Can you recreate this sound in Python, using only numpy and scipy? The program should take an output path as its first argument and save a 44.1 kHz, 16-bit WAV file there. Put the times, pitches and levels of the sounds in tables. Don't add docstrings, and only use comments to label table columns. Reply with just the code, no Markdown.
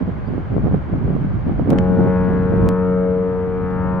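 import sys
import numpy as np
from scipy import signal
from scipy.io import wavfile

SR = 44100
rng = np.random.default_rng(int(sys.argv[2]) if len(sys.argv) > 2 else 0)


def bounce(signal):
    frames = np.transpose(np.atleast_2d(signal))
    limited = np.clip(frames, -1, 1)
    pcm = np.round(limited * 32767).astype(np.int16)
    wavfile.write(sys.argv[1], SR, pcm)


N = 176400
TIME = np.arange(N) / SR
HORN_START_S, HORN_HZ, FADES_PER_S = 1.662, 91.64, 2.1


def from_db(db):
    return 10 ** (np.asarray(db) / 20)


def rms_one(x):
    return x / np.sqrt(np.mean(np.abs(x) ** 2) + 1e-20)


def in_time(rows):
    return np.interp(TIME, *np.transpose(rows))


def at_hz(spectrum, hz):
    frequencies, levels = np.transpose(spectrum)
    return np.interp(np.log(hz), np.log(frequencies), levels)


def pan(db):
    gains = from_db([[db / 2], [-db / 2]])
    return gains / gains.mean()


def butter(x, hz, kind, order=2):
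    return signal.sosfilt(signal.butter(order, hz, kind, fs=SR, output="sos"), x + 1e-18)


def drift(rate_hz):
    step, settle = 40, 2000
    pole = np.exp(-2 * np.pi * step * rate_hz / SR)
    white = rng.standard_normal(N // step + settle + 2)
    slow = signal.lfilter([1], [1, -2 * pole, pole * pole], white)[settle:]
    return np.interp(np.arange(N) / step, np.arange(len(slow)), rms_one(slow - slow.mean()))


def scatter(rate_hz):
    return (drift(rate_hz) + 1j * drift(rate_hz)) / np.sqrt(2)


def noise_bands(spectrum, coherence):
    edges = 18 * 2 ** np.arange(0, 10, .5)
    edges = edges[edges < spectrum[-1][0] * np.sqrt(2)]
    centres = np.sqrt(edges[:-1] * edges[1:])
    mid, side = rng.standard_normal((2, 2, 1, N))
    white = np.sqrt(1 + coherence) * mid + np.sqrt(1 - coherence) * side * [[1], [-1]]
    bands = [from_db(at_hz(spectrum, hz)) * butter(white[k % 2], edges[k:k + 2], "band", order=3)
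             for k, hz in enumerate(centres)]
    total = np.std(sum(bands))
    return [(hz, band / total) for hz, band in zip(centres, bands)]


def calm(midpoint_s=2.72, ease_s=0.055):
    return np.clip((TIME - midpoint_s) / ease_s + .5, 0, 1)


def port(level_db=-32.5, calm_db=-2, calm_db_per_octave=-0.55):
    # frequency in Hz, relative density in dB.
    wash = [(30, -9), (90, 10.5), (200, -9), (400, -4), (800, -7), (1400, -12.5), (2200, -22), (3200, -33),
            (5000, -44.5), (8000, -58.5), (11000, -66.5), (16000, -76)]
    return sum(band * from_db(level_db + calm() * (calm_db + calm_db_per_octave * np.log2(hz / 500)))
               for hz, band in noise_bands(wash, coherence=0.21))


def bird(start_s=.25, length_s=.05, from_hz=4500, to_hz=4800, peak_db=-62):
    along = np.clip((TIME - start_s) / length_s, 0, 1)
    hz = from_hz + (to_hz - from_hz) * np.sin(np.pi / 2 * along)
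    return from_db(peak_db) * np.sin(np.pi * along) * np.sin(2 * np.pi * np.cumsum(hz) / SR)


def taps(t60_s=0.013):
    # start in seconds, level in dB, left over right in dB.
    bursts = [(1.7075, -36, -9), (1.73, -37, -16), (1.786, -26, 6), (1.7854, -26.5, 6), (2.0055, -43.5, -7),
              (3.707, -49, 0)]
    # frequency in Hz, relative density in dB.
    colour = [(1200, -3), (2000, 11), (3300, 6), (4500, -11.5), (8000, -13)]
    envelope = sum((TIME > s) * from_db(db - 60 * np.maximum(TIME - s, 0) / t60_s) * pan(pan_db)
                   for s, db, pan_db in bursts)
    noise = sum(band for hz, band in noise_bands(colour, coherence=0.67))
    return butter(envelope * noise, 8500, "low", order=5)


def clicks(corner_hz=500):
    # start in seconds, peak in dB, left over right in dB.
    steps = [(1.7044, -16.5, 20), (2.6895, -11.5, 2)]
    impulses = np.zeros((2, N))
    for s, db, pan_db in steps:
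        impulses[:, int(s * SR)] += from_db(db) * pan(pan_db)[:, 0]
    return signal.lfilter([1], [1, -np.exp(-2 * np.pi * corner_hz / SR)], impulses + 1e-18)


def wind(calm_db=-36.5, brightening=0.22, lump_db=3):
    # time in seconds, relative level in dB.
    gusts = [(0.0, -21), (0.05, -42), (0.09, -20.5), (0.15, -54), (0.18, -30.5), (0.25, -48), (0.29, -26),
             (0.41, -31), (0.45, -51), (0.52, -30.5), (0.57, -22), (0.61, -31.5), (0.66, -17), (0.7, -27),
             (0.74, -22), (0.83, -48.5), (0.92, -27.5), (1.0, -30), (1.1, -24), (1.21, -33.5), (1.25, -26),
             (1.29, -39), (1.37, -27), (1.42, -49), (1.46, -25.5), (1.5, -20), (1.56, -32.5), (1.6, -23),
             (1.64, -29.5), (1.73, -15.5), (1.82, -25.5), (1.92, -27.5), (2.01, -20), (2.07, -19),
             (2.11, -28.5), (2.21, -33), (2.3, -23), (2.47, -33), (2.57, -26.5), (2.62, -16), (2.73, -26)]
    # frequency in Hz, relative density in dB.
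    buffet_spectrum = [(40, -15), (100, -4.5), (180, 3), (300, -2.5), (450, -18), (700, -25), (1100, -38),
                       (2000, -49), (4000, -71)]
    # frequency in Hz, relative density in dB.
    rumble_spectrum = [(20, -10), (35, -11), (60, -5), (100, -3.5), (160, -5.5), (250, -20.5), (500, -36),
                       (1000, -49.5)]
    # time in seconds, relative level in dB.
    rumble_level = [(0.0, -24.5), (0.42, -29), (0.56, -22.5), (0.73, -18.5), (0.88, -30.5), (0.92, -21.5),
                    (1.1, -21.5), (2.53, -23.5), (2.67, -17.5), (2.75, -27), (3.38, -34.5), (4.0, -25.5)]
    gust_db = in_time(gusts) * (1 - calm()) + calm_db * calm()
    level_db = gust_db + 5 - 0.1 * (TIME - TIME.mean())
    db_per_octave = brightening * (gust_db - gust_db.mean())
    lumps = rms_one(from_db(lump_db * np.clip(drift(rate_hz=87), -2, 2)))
    buffets = sum(band * from_db(level_db + db_per_octave * np.clip(np.log2(hz / 300), -2, 1))
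                  for hz, band in noise_bands(buffet_spectrum, coherence=0.25))
    rumble = sum(band for hz, band in noise_bands(rumble_spectrum, coherence=0.14))
    return buffets * lumps * pan(db=-3) + rumble * from_db(in_time(rumble_level) + 1)


def thumps(pulse_hz=393):
    # time in seconds, relative peak in dB, left over right in dB.
    eddies = [(0.0143, -18.5, -21), (.093, -20.5, -18), (.3366, -21, -23), (0.38, -15.5, -30),
              (.5193, -20, 19), (0.5426, -20.5, -26), (.5654, -10, 31), (0.5809, -12, 31),
              (0.6433, -16, -24), (0.6609, -16.5, -13), (0.6693, -12, -3), (0.6818, -14, -30),
              (.7125, -19.5, -14), (0.7244, -20, 11), (.7435, -8, -22), (0.7467, -10.5, -10),
              (.9375, -16.5, 32.5), (0.9608, -20.5, -25), (1.0782, -21, -14), (1.1044, -15.5, 14),
              (1.1653, -16.5, -32), (1.4948, -17, -13), (1.5963, -12, -20.5), (1.6011, -17.5, -24.5),
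              (1.6752, -12, -25), (1.6964, -21, 19), (1.7097, -7, -10), (1.731, -3.5, -10),
              (1.9968, -7.5, -5), (2.0067, -7, -14), (2.075, -14, -4), (2.5234, -11.5, 23),
              (2.5388, -13, -3), (2.669, -13, -16)]
    pressure = np.zeros((2, N))
    for s, db, pan_db in eddies:
        near = np.abs(TIME - s) < 2 / pulse_hz
        angle = 2 * np.pi * pulse_hz * (TIME[near] - s)
        pulse = rng.choice([-1, 1]) * angle * np.exp(1 - np.abs(angle))
        pressure[:, near] += from_db(db + 1) * pan(pan_db) * pulse
    return butter(butter(pressure, 119, "high"), 870, "low")


def bloom(path, hz, width_hz=70):
    s, centre_hz, boost_db = np.transpose(path)
    offset_hz = hz - np.interp(TIME, s, centre_hz)
    return np.interp(TIME, s, boost_db) * np.exp(-(offset_hz / width_hz) ** 2 / 2)


def partial_amplitude(k, treble_from_hz=780):
    # time in seconds, relative level in dB.
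    second = [(1.76, -21.5), (2.05, -18.5), (2.5, -23.5), (2.7, -21.5), (3.0, -20.5), (3.5, -33),
              (3.84, -23.5), (4.0, -24)]
    fifth = [(1.76, -29), (2.05, -23.5), (2.27, -26.5), (3.15, -21), (3.55, -25), (3.95, -34.5)]
    sixth = [(1.76, -32), (2.12, -29), (2.37, -36.5), (2.83, -33), (3.06, -28), (3.65, -46), (3.83, -37),
             (4.0, -33)]
    # frequency in Hz, relative level in dB.
    outline = [(92, -11.5), (275, -14), (367, -17.5), (733, -24), (825, -23), (916, -23.5), (1008, -26),
               (1100, -22), (1190, -24.5), (1283, -26), (1374, -26.5), (1560, -28.5), (1650, -28.5),
               (2020, -37.5), (2400, -43), (3000, -55), (4000, -76)]
    # time in seconds, relative level in dB.
    treble = [(1.76, -46), (1.97, -45), (2.16, -40), (2.4, -43), (2.85, -43.5), (3.2, -48), (3.5, -46),
              (3.8, -42), (4.0, -40.5)]
    # time in seconds, centre in Hz, boost in dB.
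    low_bloom = [(1.76, 844, 13.5), (2.25, 860, 10), (2.48, 900, 2.5), (2.66, 1000, 11), (2.83, 945, 8.5),
                 (3.0, 960, 1.5), (3.2, 1010, 10.5), (3.5, 930, 3), (3.84, 947, 10)]
    high_bloom = [(1.76, 1440, 4.5), (2.14, 1445, 10.3), (2.35, 1420, 5), (2.62, 1286, 6.2),
                  (3.15, 1287, 7.9), (3.5, 1280, 8.3), (4.0, 1327, 3.2)]
    envelopes = {2: (second, 1), 5: (fifth, 1), 6: (sixth, 1), 7: (sixth, -7)}
    if k in envelopes:
        envelope, gain_db = envelopes[k]
        return from_db(in_time(envelope) + gain_db)
    hz, sounding = k * HORN_HZ, TIME > HORN_START_S
    level_db = at_hz(outline, hz) - 23
    if hz > treble_from_hz:
        treble_db = in_time(treble)
        swell_db = treble_db - treble_db[sounding].mean()
        level_db = level_db + swell_db + bloom(low_bloom, hz) + bloom(high_bloom, hz)
    depth = 0.3 * max(hz / treble_from_hz, 1)
    fading = 1 + depth * scatter(FADES_PER_S)
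    fading_rms = np.sqrt(np.mean(np.abs(fading[sounding]) ** 2))
    return from_db(level_db) * fading / fading_rms


def horn(harmonics=34, attack_s=0.062, waver_hz=0.07, ear_lag_s=.00007, phase_spread_rad=1.25):
    phase = 2 * np.pi * np.cumsum(HORN_HZ + waver_hz * drift(rate_hz=4.4)) / SR
    age, sides = TIME - HORN_START_S, np.array([[1], [-1]])
    pan_db = 3.5 + 0.5 * age
    direct = from_db(sides * pan_db / 2)
    direct = direct / direct.mean(axis=0)
    blast = np.zeros((2, N))
    for k in range(1, harmonics + 1):
        side_db = -15.5 - 2.5 * np.log2(k / 2)
        scattered = from_db(side_db) * scatter(FADES_PER_S) * sides
        flutter = 0.065 * scatter(rate_hz=22)
        ear_delay = np.exp(1j * np.pi * k * HORN_HZ * ear_lag_s * sides)
        amplitude = partial_amplitude(k)
        path_phase = phase_spread_rad * rng.standard_normal()
        partial = amplitude * np.exp(1j * (k * phase + path_phase))
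        blast += np.real((direct + scattered + flutter) * ear_delay * partial)
    return np.sqrt(2) * blast * np.clip(age / attack_s, 0, 1)


def scene():
    ceiling = from_db(-0.5)
    air = ceiling * np.tanh((wind() + thumps()) / ceiling)
    return horn() + air + port() + clicks() + taps() + bird()


def record(dry, stopband_hz=17000):
    low_pass = signal.cheby2(12, 70, stopband_hz, fs=SR, output="sos")
    return signal.sosfilt(low_pass, np.clip(dry, -1, 1))


dry = scene()
out = record(dry)
bounce(out)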